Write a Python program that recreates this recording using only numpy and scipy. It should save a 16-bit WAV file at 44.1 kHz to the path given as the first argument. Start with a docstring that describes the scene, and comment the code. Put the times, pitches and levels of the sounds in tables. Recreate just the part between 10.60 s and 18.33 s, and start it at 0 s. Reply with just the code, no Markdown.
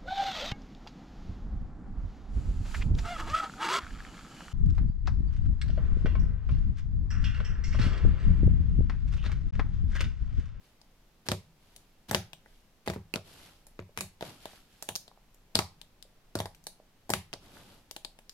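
"""Fingers knead sticky slime on a table, close to a phone in a small room.
Each time they pull out, air pockets snap open, gulp air and thud the table: films crack and cavities ring.
Trapped bubbles tick under pressure, and soft squishes and a wet crackle of tiny bubbles fill in.
Between the pops the slime peels off the table and the skin with a soft fizz of snapping threads.
Underneath lies a faint steady rumble and hiss of filtered noise."""
import sys
import numpy as np
from scipy import signal
from scipy.fft import rfft, irfft
from scipy.io import wavfile
from scipy.ndimage import uniform_filter1d

SR = 44100
rng = np.random.default_rng(int(sys.argv[2]) if len(sys.argv) > 2 else 0)


def store_pcm(level_fs):
    """Save levels as 16-bit WAV."""
    pcm = np.round(np.clip(level_fs, -1, 1) * 32767).astype(np.int16)
    wavfile.write(sys.argv[1], SR, np.atleast_2d(pcm).T)


N = 340893  # length in samples

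# A finger pulls free of its hole. Each row: start in seconds, length of the swell before it in seconds,
# starting bubble pitch in Hz, cycles the bubble rings, bubble level in dB, film crack level in dB,
# hole pitch in Hz before tuning, gulp level in dB, starting jolt pitch in Hz, table thud level in dB,
# left minus right in dB.
RELEASES = [(0.6867, 0.034, 4770, 3, -29, -61, 710, -30.5, 187, -26, 0),
            (0.717, 0.0092, 2900, 1.4, -29.5, -40.5, 477, -26.5, 172, -28, 1),
            (1.512, .032, 1730, 3.7, -38, -35, 640, -26.5, 190, -27, 11),
            (1.5472, 0.023, 2440, 1.03, -22.5, -33.5, 690, -26, 190, -26.5, 6),
            (2.2757, 0.019, 1970, 3.2, -41.5, -47, 776, -29, 380, -26, 9),
            (2.2999, 0.014, 1980, 1.5, -39, -45.5, 517, -32, 184, -34, 3),
            (2.3612, 0.034, 2260, 3.6, -59, -73, 364, -34.5, 165, -34, 8),
            (2.539, 0.0025, 2570, 22, -37, -46, 360, -36.5, 400, -64, -23.5),
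            (2.5589, 0.0042, 3750, 2.3, -37.5, -55, 525, -30.5, 179, -38, 15.5),
            (3.192, 0.0025, 2080, 4.5, -46, -76, 440, -38, 180, -35.5, 5),
            (3.375, 0.014, 2100, 1.7, -36.5, -41.5, 950, -40, 177, -34.5, 8),
            (3.4082, .005, 2090, 2.5, -37.5, -34, 720, -41, 170, -35.5, 0),
            (3.6254, 0.0083, 3200, 2.3, -45, -64, 580, -33, 346, -66, 9),
            (4.2892, 0.0055, 3070, 6.2, -34, -37.5, 760, -36.5, 530, -41.5, -6.5),
            (4.9542, 0.007, 4310, 9, -21.5, -31.5, 660, -27, 215, -26, 9.5),
            (4.99, 0.043, 4350, 2, -25.5, -46.5, 970, -25.5, 360, -29, 4),
            (5.754, 0.0023, 4540, 3.5, -38, -41.5, 563, -28, 320, -28.5, 4.5),
            (5.8022, 0.011, 3360, 18, -38.5, -42, 746, -29.5, 168, -34.5, 2),
            (6.5027, 0.0066, 4450, 4.6, -43, -31, 740, -28, 337, -30, 3),
            (6.5367, 0.0028, 2350, 1.8, -28, -33, 935, -31, 189, -29.5, 10),
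            (6.7369, 0.0055, 4800, 5, -41.5, -66, 565, -40, 274, -50, -14)]
BURST_S = .005  # burst levels are rms over this time
PORT_LAG_S = .00041  # longest travel time from one microphone port to the other
BEARING_DEG, BEARING_SPREAD_DEG = 28.3, 8.1  # the hands work left of the phone


def undb(db):
    """Turn decibels into gain."""
    return 10 ** (np.asarray(db) / 20)


def unit(x):
    """Scale to rms 1."""
    return x / np.sqrt(np.mean(x ** 2))


def burst(x, db):
    """Give a short sound its level, judged by its total energy."""
    return x * undb(db) * np.sqrt(BURST_S * SR / np.sum(x ** 2))


def add(out, s, x):
    """Mix x into out from time s in seconds."""
    i = max(int(s * SR), 0)
    out[..., i:i + x.shape[-1]] += x[..., :out.shape[-1] - i]


def along(points, hz):
    """Read between (Hz, value) points on a log-frequency axis."""
    f, value = np.transpose(points)
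    return np.interp(np.log(hz + 1e-9), np.log(f), value)


def colour(x, points):
    """Filter with the given (Hz, dB) shape, never answering before the sound arrives."""
    size = 8192
    cepstrum = irfft(np.log(undb(along(points, np.fft.rfftfreq(size, 1 / SR)))))
    # folding the cepstrum onto its first half makes the filter minimum-phase
    cepstrum[1:size // 2] *= 2
    cepstrum[size // 2 + 1:] = 0
    response = irfft(np.exp(rfft(cepstrum)))
    response = response.reshape((1,) * (x.ndim - 1) + (-1,))
    return signal.fftconvolve(x, response, axes=-1)[..., :x.shape[-1]]


def diffuse(size, apart_hz=1300):
    """Noise from all sides: the two ports share the bass and differ in the treble."""
    mid, side = rfft(rng.standard_normal((2, size)))
    alike = .96 / (1 + (np.fft.rfftfreq(size, 1 / SR) / apart_hz) ** 2)
    mid = mid * np.sqrt((1 + alike) / 2)
    side = side * np.sqrt((1 - alike) / 2)
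    return irfft(np.array([mid + side, mid - side]), size)


def ring(t, hz, cycles, glide):
    """A cavity swells within a cycle and rings down 60 dB; its pitch slides as it opens."""
    age = t * hz / cycles  # reaches 1 when the ring is 60 dB down
    swell = 1 - np.exp(-2 * t * hz)
    wave = np.sin(2 * np.pi * hz * t * (1 + glide * np.minimum(age, 1)))
    return -swell * wave * np.exp(-np.log(1000) * age)


def background():
    """A faint steady rumble and hiss: noise from all sides, strongest in the bass."""
    # Each row: frequency in Hz, level in dB.
    quiet_colour = [(20, -6.5), (27, 1), (36, -12), (50, -16.5), (100, -17), (210, -18), (320, -23),
                    (700, -26), (1400, -31), (3000, -32.5), (5500, -36), (9000, -41.5), (13000, -39),
                    (16000, -46.5)]
    return undb(-62) * unit(colour(diffuse(N), quiet_colour))


def room(x, tail_db=-1.5, near_db=5, near_s=0.0046):
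    """Near surfaces answer first; the walls add a short tail that lasts longest in the bass."""
    # Decay of the walls. Each row: frequency in Hz, time to fall 60 dB in seconds.
    decay_times = [(100, 0.9), (250, 0.12), (600, 0.25), (1500, 0.28), (4000, 0.26), (12000, 0.21)]
    # Colour of the room's answer. Each row: frequency in Hz, level in dB.
    wall_colour = [(60, -39), (150, -6), (400, -9), (1000, -7.5), (2000, -5.5), (4500, -3.5), (8000, -3.5),
                   (12000, -1), (16000, -6.5)]
    size = int(SR / 2)
    t, hz = np.arange(size) / SR, np.fft.rfftfreq(size, 1 / SR)
    noise = rfft(diffuse(size))
    octave = np.round(np.log2(np.maximum(hz, 64)))
    tail = 0
    for band in np.unique(octave):
        fade = np.exp(-np.log(1000) * t / along(decay_times, 2 ** band))
        tail = tail + irfft(noise * (octave == band), size) * fade
    arrival = (1 - np.exp(-t / 0.0017)) * undb(near_db * np.exp(-t / near_s))
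    response = colour(unit(tail) * arrival, wall_colour) / np.sqrt(size)
    return undb(tail_db) * signal.fftconvolve(x, response, axes=-1)[:, :N]


def scatter(x, db, spread_s):
    """The moving hands and the table top throw back each sound in a new way."""
    t = np.arange(int(SR / 40)) / SR
    reflections = diffuse(len(t)) * np.sqrt(t) * np.exp(-t / spread_s)
    echoes = signal.fftconvolve(x[None], reflections, axes=-1)
    # set the echo energy relative to the sound itself
    return undb(db) * echoes * np.sqrt(2 * np.sum(x ** 2) / np.sum(echoes ** 2))


def stroke(age, hold_s):
    """Gain of one drag: the pull builds up, holds, then the slime relaxes."""
    attack_s, release_db_per_s = 0.048, 115
    relaxed_s = np.maximum(age - attack_s - hold_s, 0)
    return np.clip(age / attack_s, 0, 1) * undb(-release_db_per_s * relaxed_s)


def pinholes(per_s=60):
    """Pinhead bubbles open in the peeling layer; each has its own size and place."""
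    t, out = np.arange(int(SR / 50)) / SR, 0
    for hz in np.geomspace(1300, 7000, 11):
        # per_s counts the bubbles at each pitch
        hits = (rng.random(N) < per_s / SR) * rng.uniform(.2, 1, (2, N))
        bubble = ring(t, hz, cycles=9, glide=.1)
        out = out + signal.oaconvolve(hits, bubble[None], axes=-1)[:, :N]
    return unit(out)


def peeling(pinhole_db=-7, flutter_db=0.33):
    """In each drag threads snap over a dull rub; a short swell of fizz and rub leads into each release."""
    # The slime is dragged and peels.
    # Each row: start in seconds, hold in seconds, fizz level in dB, rub level in dB.
    strokes = [(0.0, 0.0072, -68.5, -76), (0.977, 0.19, -70.5, -72.5), (1.84, 0.075, -70.5, -78),
               (2.628, 0.2, -57.5, -60), (3.605, 0.029, -51.5, -50), (3.783, 0.12, -57.5, -66.5),
               (4.07, 0.14, -66.5, -91), (6.789, 0.31, -62.5, -59.5), (6.91, 0.018, -59.5, -57)]
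    # Colour of the snapping threads. Each row: frequency in Hz, level in dB.
    fizz_colour = [(500, -11.5), (1000, -13), (1800, -11.5), (3000, -4), (4500, -6), (6500, -12.5),
                   (9000, -13.5), (11500, -10), (14000, -19), (16000, -43)]
    # Colour of the rubbing mass. Each row: frequency in Hz, level in dB.
    rub_colour = [(35, -51), (70, 9), (110, 4.5), (210, 4), (400, -2.5), (800, -3.5), (1600, -12.5),
                  (3000, -48)]
    threads_per_s, thread_spread_db = 8000, 2
    swell_db = [-19.5, -18]  # fizz and rub of the swell, relative to the gulp
    now, gains = np.arange(N) / SR, np.zeros((2, N))
    for s, hold_s, fizz_db, rub_db in strokes:
        drag = np.outer(undb([fizz_db, rub_db]), stroke(now - s, hold_s))
        gains = np.hypot(gains, drag)
    for s, lead_s, _, _, _, _, _, gulp_db, *_ in RELEASES:
        # the swell fades out by the release
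        swell = undb(gulp_db) * np.hanning(int(lead_s * SR))
        add(gains, s - lead_s, np.outer(undb(swell_db), swell))
    # a few threads are much stronger than the rest
    sizes = undb(thread_spread_db * np.minimum(rng.exponential(size=N), 6))
    threads = (rng.random(N) < threads_per_s / SR) * sizes * rng.standard_normal((2, N))
    grain = unit(colour(threads, fizz_colour)) + undb(pinhole_db) * pinholes()
    # the peeling front catches and slips
    flutter = unit(uniform_filter1d(rng.standard_normal(N), size=700))
    fizz_gain, rub_gain = gains * undb(flutter_db * flutter)
    return fizz_gain * grain + rub_gain * unit(colour(diffuse(N), rub_colour))


def squishes(cycles=5):
    """A little air slips along a resting finger: a soft blip with no crack."""
    # Each row: start in seconds, starting pitch in Hz, level in dB.
    blips = [(3.293, 490, -56.5), (3.934, 720, -54), (4.515, 860, -54.5), (4.575, 766, -57.5),
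             (5.452, 510, -60), (5.868, 870, -48), (6.2, 580, -53.5), (6.97, 1400, -52)]
    out, t = np.zeros(N), np.arange(int(SR / 20)) / SR
    for s, hz, db in blips:
        add(out, s, burst(ring(t, hz, cycles, glide=0.093), db))
    return out


def squelch(crackle_db, spread_s, centre_hz, octaves, count):
    """After each release the hole's wet wall comes apart in tiny bubbles, the late ones weakest."""
    out, t = np.zeros((2, N)), np.arange(int(SR / 100)) / SR
    for s, _, _, _, bubble_db, _, _, gulp_db, *_ in RELEASES:
        suction_db = (bubble_db + gulp_db) / 2
        for when, pitch, size, place in np.clip(rng.standard_normal((count, 4)), -2, 2):
            hz = min(centre_hz * 2 ** (octaves * pitch), SR / 4)
            level_db = suction_db + crackle_db + 3 * size - 4 * abs(when)
            bubble = burst(ring(t, hz, cycles=4, glide=.1), level_db)
            sides = undb([2 * place, -2 * place])
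            add(out, s + spread_s * abs(when), np.outer(sides, bubble))
    return out


def thuds(low_hz=68):
    """Each release jolts the soft mass; the table's modes ring, struck in another place each time."""
    # Low modes of the table. Each row: frequency in Hz before a small random shift,
    # level in dB before a random change.
    table_modes = [(82, 0.5), (99, 5.5), (124, -8), (160, -3.5), (191, 2), (207, -9.5), (315, -18),
                   (374, -2)]
    t60_at_100_hz, swell_s = 0.22, 0.011  # seconds
    recoil_db = -7.5  # recoil of the soft mass, relative to the gulp
    out, t = np.zeros((2, N)), np.arange(int(SR / 2)) / SR
    mode_hz, mode_db = np.transpose(table_modes)[:, :, None]
    # the slime damps the higher modes faster
    t60 = t60_at_100_hz * (mode_hz / 100) ** -.3
    fade = np.exp(-np.log(1000) * t / t60) * (1 - np.exp(-t / swell_s))
    lag_s = PORT_LAG_S * np.sin(np.radians(BEARING_DEG))
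    for s, *_, gulp_db, jolt_hz, thud_db, _ in RELEASES:
        place, load = rng.standard_normal((2, len(table_modes), 1))
        waves = np.sin(2 * np.pi * mode_hz * (1 + 0.018 * load) * t)
        modes = np.sum(undb(mode_db + 2 * place) * fade * waves, axis=0)
        jolt = burst(ring(t, jolt_hz, cycles=5.0, glide=0.14), gulp_db + recoil_db)
        thud = burst(modes, thud_db) + jolt
        for ear in range(2):
            add(out[ear], s + ear * lag_s, thud)
    # so small a surface radiates no deep bass
    return signal.sosfilt(signal.butter(4, low_hz, "high", fs=SR, output="sos"), out)


def tear(t, spread_s, share, count=30):
    """One main rupture, then a spray of small rips as the film gives way."""
    rips = np.zeros(len(t))
    late = np.minimum(rng.exponential(spread_s, count) * SR, len(t) - 1).astype(int)
    rips[late] = share * rng.standard_normal(count) / np.sqrt(count)
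    rips[0] = 1
    return rips


def pockets():
    """List every air pocket that opens, by a finger pulling free or a trapped bubble bursting."""
    # A trapped bubble bursts under pressure. Each row: start in seconds, starting bubble pitch in Hz,
    # bubble level in dB, film crack level in dB, gulp level in dB, left minus right in dB.
    ticks = [(0.2154, 4730, -59, -72, -65, 6), (1.163, 4040, -61, -51.5, -65, 10),
             (1.531, 1900, -60, -50, -33, 6), (1.7324, 3050, -45.5, -54.5, -51, 9),
             (1.8602, 1760, -60.5, -77, -56, 6), (2.2818, 4000, -39.5, -58, -35, 3),
             (2.336, 1900, -49.5, -53, -43, -2), (3.0679, 6000, -66, -54.5, -58.5, 1),
             (3.388, 2200, -43, -46, -53, 11), (3.6095, 3560, -46.5, -53, -38.5, 6),
             (3.856, 3600, -48, -52.5, -38.5, 8), (4.2249, 4300, -45, -41.5, -44, -5),
             (4.3546, 5200, -37.5, -44.5, -47.5, 11.5), (4.36, 5000, -35, -39, -53, -4),
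             (4.4797, 3960, -53.5, -66, -54, 6), (4.745, 6000, -79, -61.5, -84, 2),
             (5.2152, 3500, -49, -57, -58, 13.5), (5.4263, 4370, -52, -58, -75, 14.5),
             (5.789, 4130, -41.5, -47, -41, 1), (5.857, 4400, -46, -50.5, -38.5, 5),
             (5.948, 2820, -59.5, -59.5, -75, 3), (6.04, 5000, -71, -58, -73, 0),
             (6.0685, 4540, -42.5, -40, -45, 3), (6.494, 5450, -54, -49, -35.5, 9),
             (6.73, 2900, -42, -55, -47, 11), (7.3116, 4960, -45.5, -47.5, -52, 13),
             (7.3642, 3160, -43, -46.5, -44, 6), (7.4487, 4050, -39, -52.5, -45, 12.5),
             (7.5891, 2610, -56.5, -60.5, -55, 6), (7.695, 4600, -47, -54, -82, 9)]
    base_cycles, cycles_per_db = 3.3, 0.3  # the less its film tears, the longer it rings
    crater_hz = 720  # the small hole that it leaves, before tuning
    tick_room_db = -0.5  # ticks are shaded by the hand
    for s, _, hz, cycles, bubble_db, crack_db, hole_hz, gulp_db, _, _, pan_db in RELEASES:
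        yield s, hz, cycles, bubble_db, crack_db, hole_hz, gulp_db, pan_db, 0
    for s, hz, bubble_db, crack_db, gulp_db, pan_db in ticks:
        cycles = max(base_cycles + cycles_per_db * (bubble_db - crack_db), 2)
        yield s, hz, cycles, bubble_db, crack_db, crater_hz, gulp_db, pan_db, tick_room_db


def pops(gulp_cycles=2.66, gulp_late_s=0.00035, hole_ratio=0.95,
         overtone_ratio=2.15, overtone_db=-10, twin_ratio=1.65, twin_db=-9):
    """The film cracks, the bubble and a smaller neighbour ring, and air rushes into the hole."""
    # Colour of the tearing film. Each row: frequency in Hz, level in dB.
    crack_colour = [(1500, -9), (4000, -0.5), (7000, 2), (11000, 1.5), (14000, -4), (16000, -4.5)]
    # What goes out to the room: bubble in dB, crack in dB, gulp in dB.
    send_db = (-1, 3, 2)
    out, sent, t = np.zeros((2, N)), np.zeros(N), np.arange(int(SR / 20)) / SR
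    for s, ring_hz, cycles, ring_db, crack_db, hole_hz, gulp_db, pan_db, room_db in pockets():
        twin = undb(twin_db) * ring(t, ring_hz * twin_ratio, cycles, glide=0.1)
        bubble = burst(ring(t, ring_hz, cycles, glide=0.041) + twin, ring_db)
        crack = burst(colour(tear(t, spread_s=0.00064, share=1.9), crack_colour), crack_db)
        snap = bubble + crack
        hole = ring(t, hole_hz * hole_ratio, gulp_cycles, glide=0.22)
        overtone = undb(overtone_db) * ring(t, hole_hz * overtone_ratio, cycles=4.2, glide=0.041)
        gulp = burst(hole + overtone, gulp_db)
        bearing = BEARING_DEG + BEARING_SPREAD_DEG * rng.uniform(-1.1, 1)
        lag_s = PORT_LAG_S * np.sin(np.radians(bearing))
        # the left port hears it first; only the snap differs in level between the ports
        for ear, side in enumerate((1, -1)):
            add(out[ear], s + ear * lag_s, snap * undb(side * pan_db / 2))
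            add(out[ear], s + ear * lag_s + gulp_late_s, gulp)
        add(out, s, scatter(snap, db=-2.0, spread_s=.0018))
        add(out, s, scatter(gulp, db=-5.5, spread_s=.003))
        add(sent, s, undb(room_db) * undb(send_db) @ np.array([bubble, crack, gulp]))
    return out, sent  # sound at the two ports, sound sent to the room


def scene():
    """Pops and squishes in the room, wet crackle, table thuds, peeling and the faint background."""
    close, sent = pops()
    soft = squishes()
    crackle = squelch(crackle_db=-23.5, spread_s=.016, centre_hz=1900, octaves=0.96, count=22)
    slurp = squelch(crackle_db=-17, spread_s=.018, centre_hz=661, octaves=0.43, count=8)
    air = close + soft + room((sent + soft)[None])
    # small air pockets radiate little bass
    air = signal.sosfilt(signal.butter(2, 75, "high", fs=SR, output="sos"), air)
    return air + crackle + slurp + thuds() + peeling() + background()


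def record(dry):
    """The phone cuts the top: a steep low-pass filter at 15800 Hz."""
    return signal.sosfilt(signal.ellip(8, .2, 70, 15800, fs=SR, output="sos"), dry)


dry = scene()
out = record(dry)
store_pcm(out)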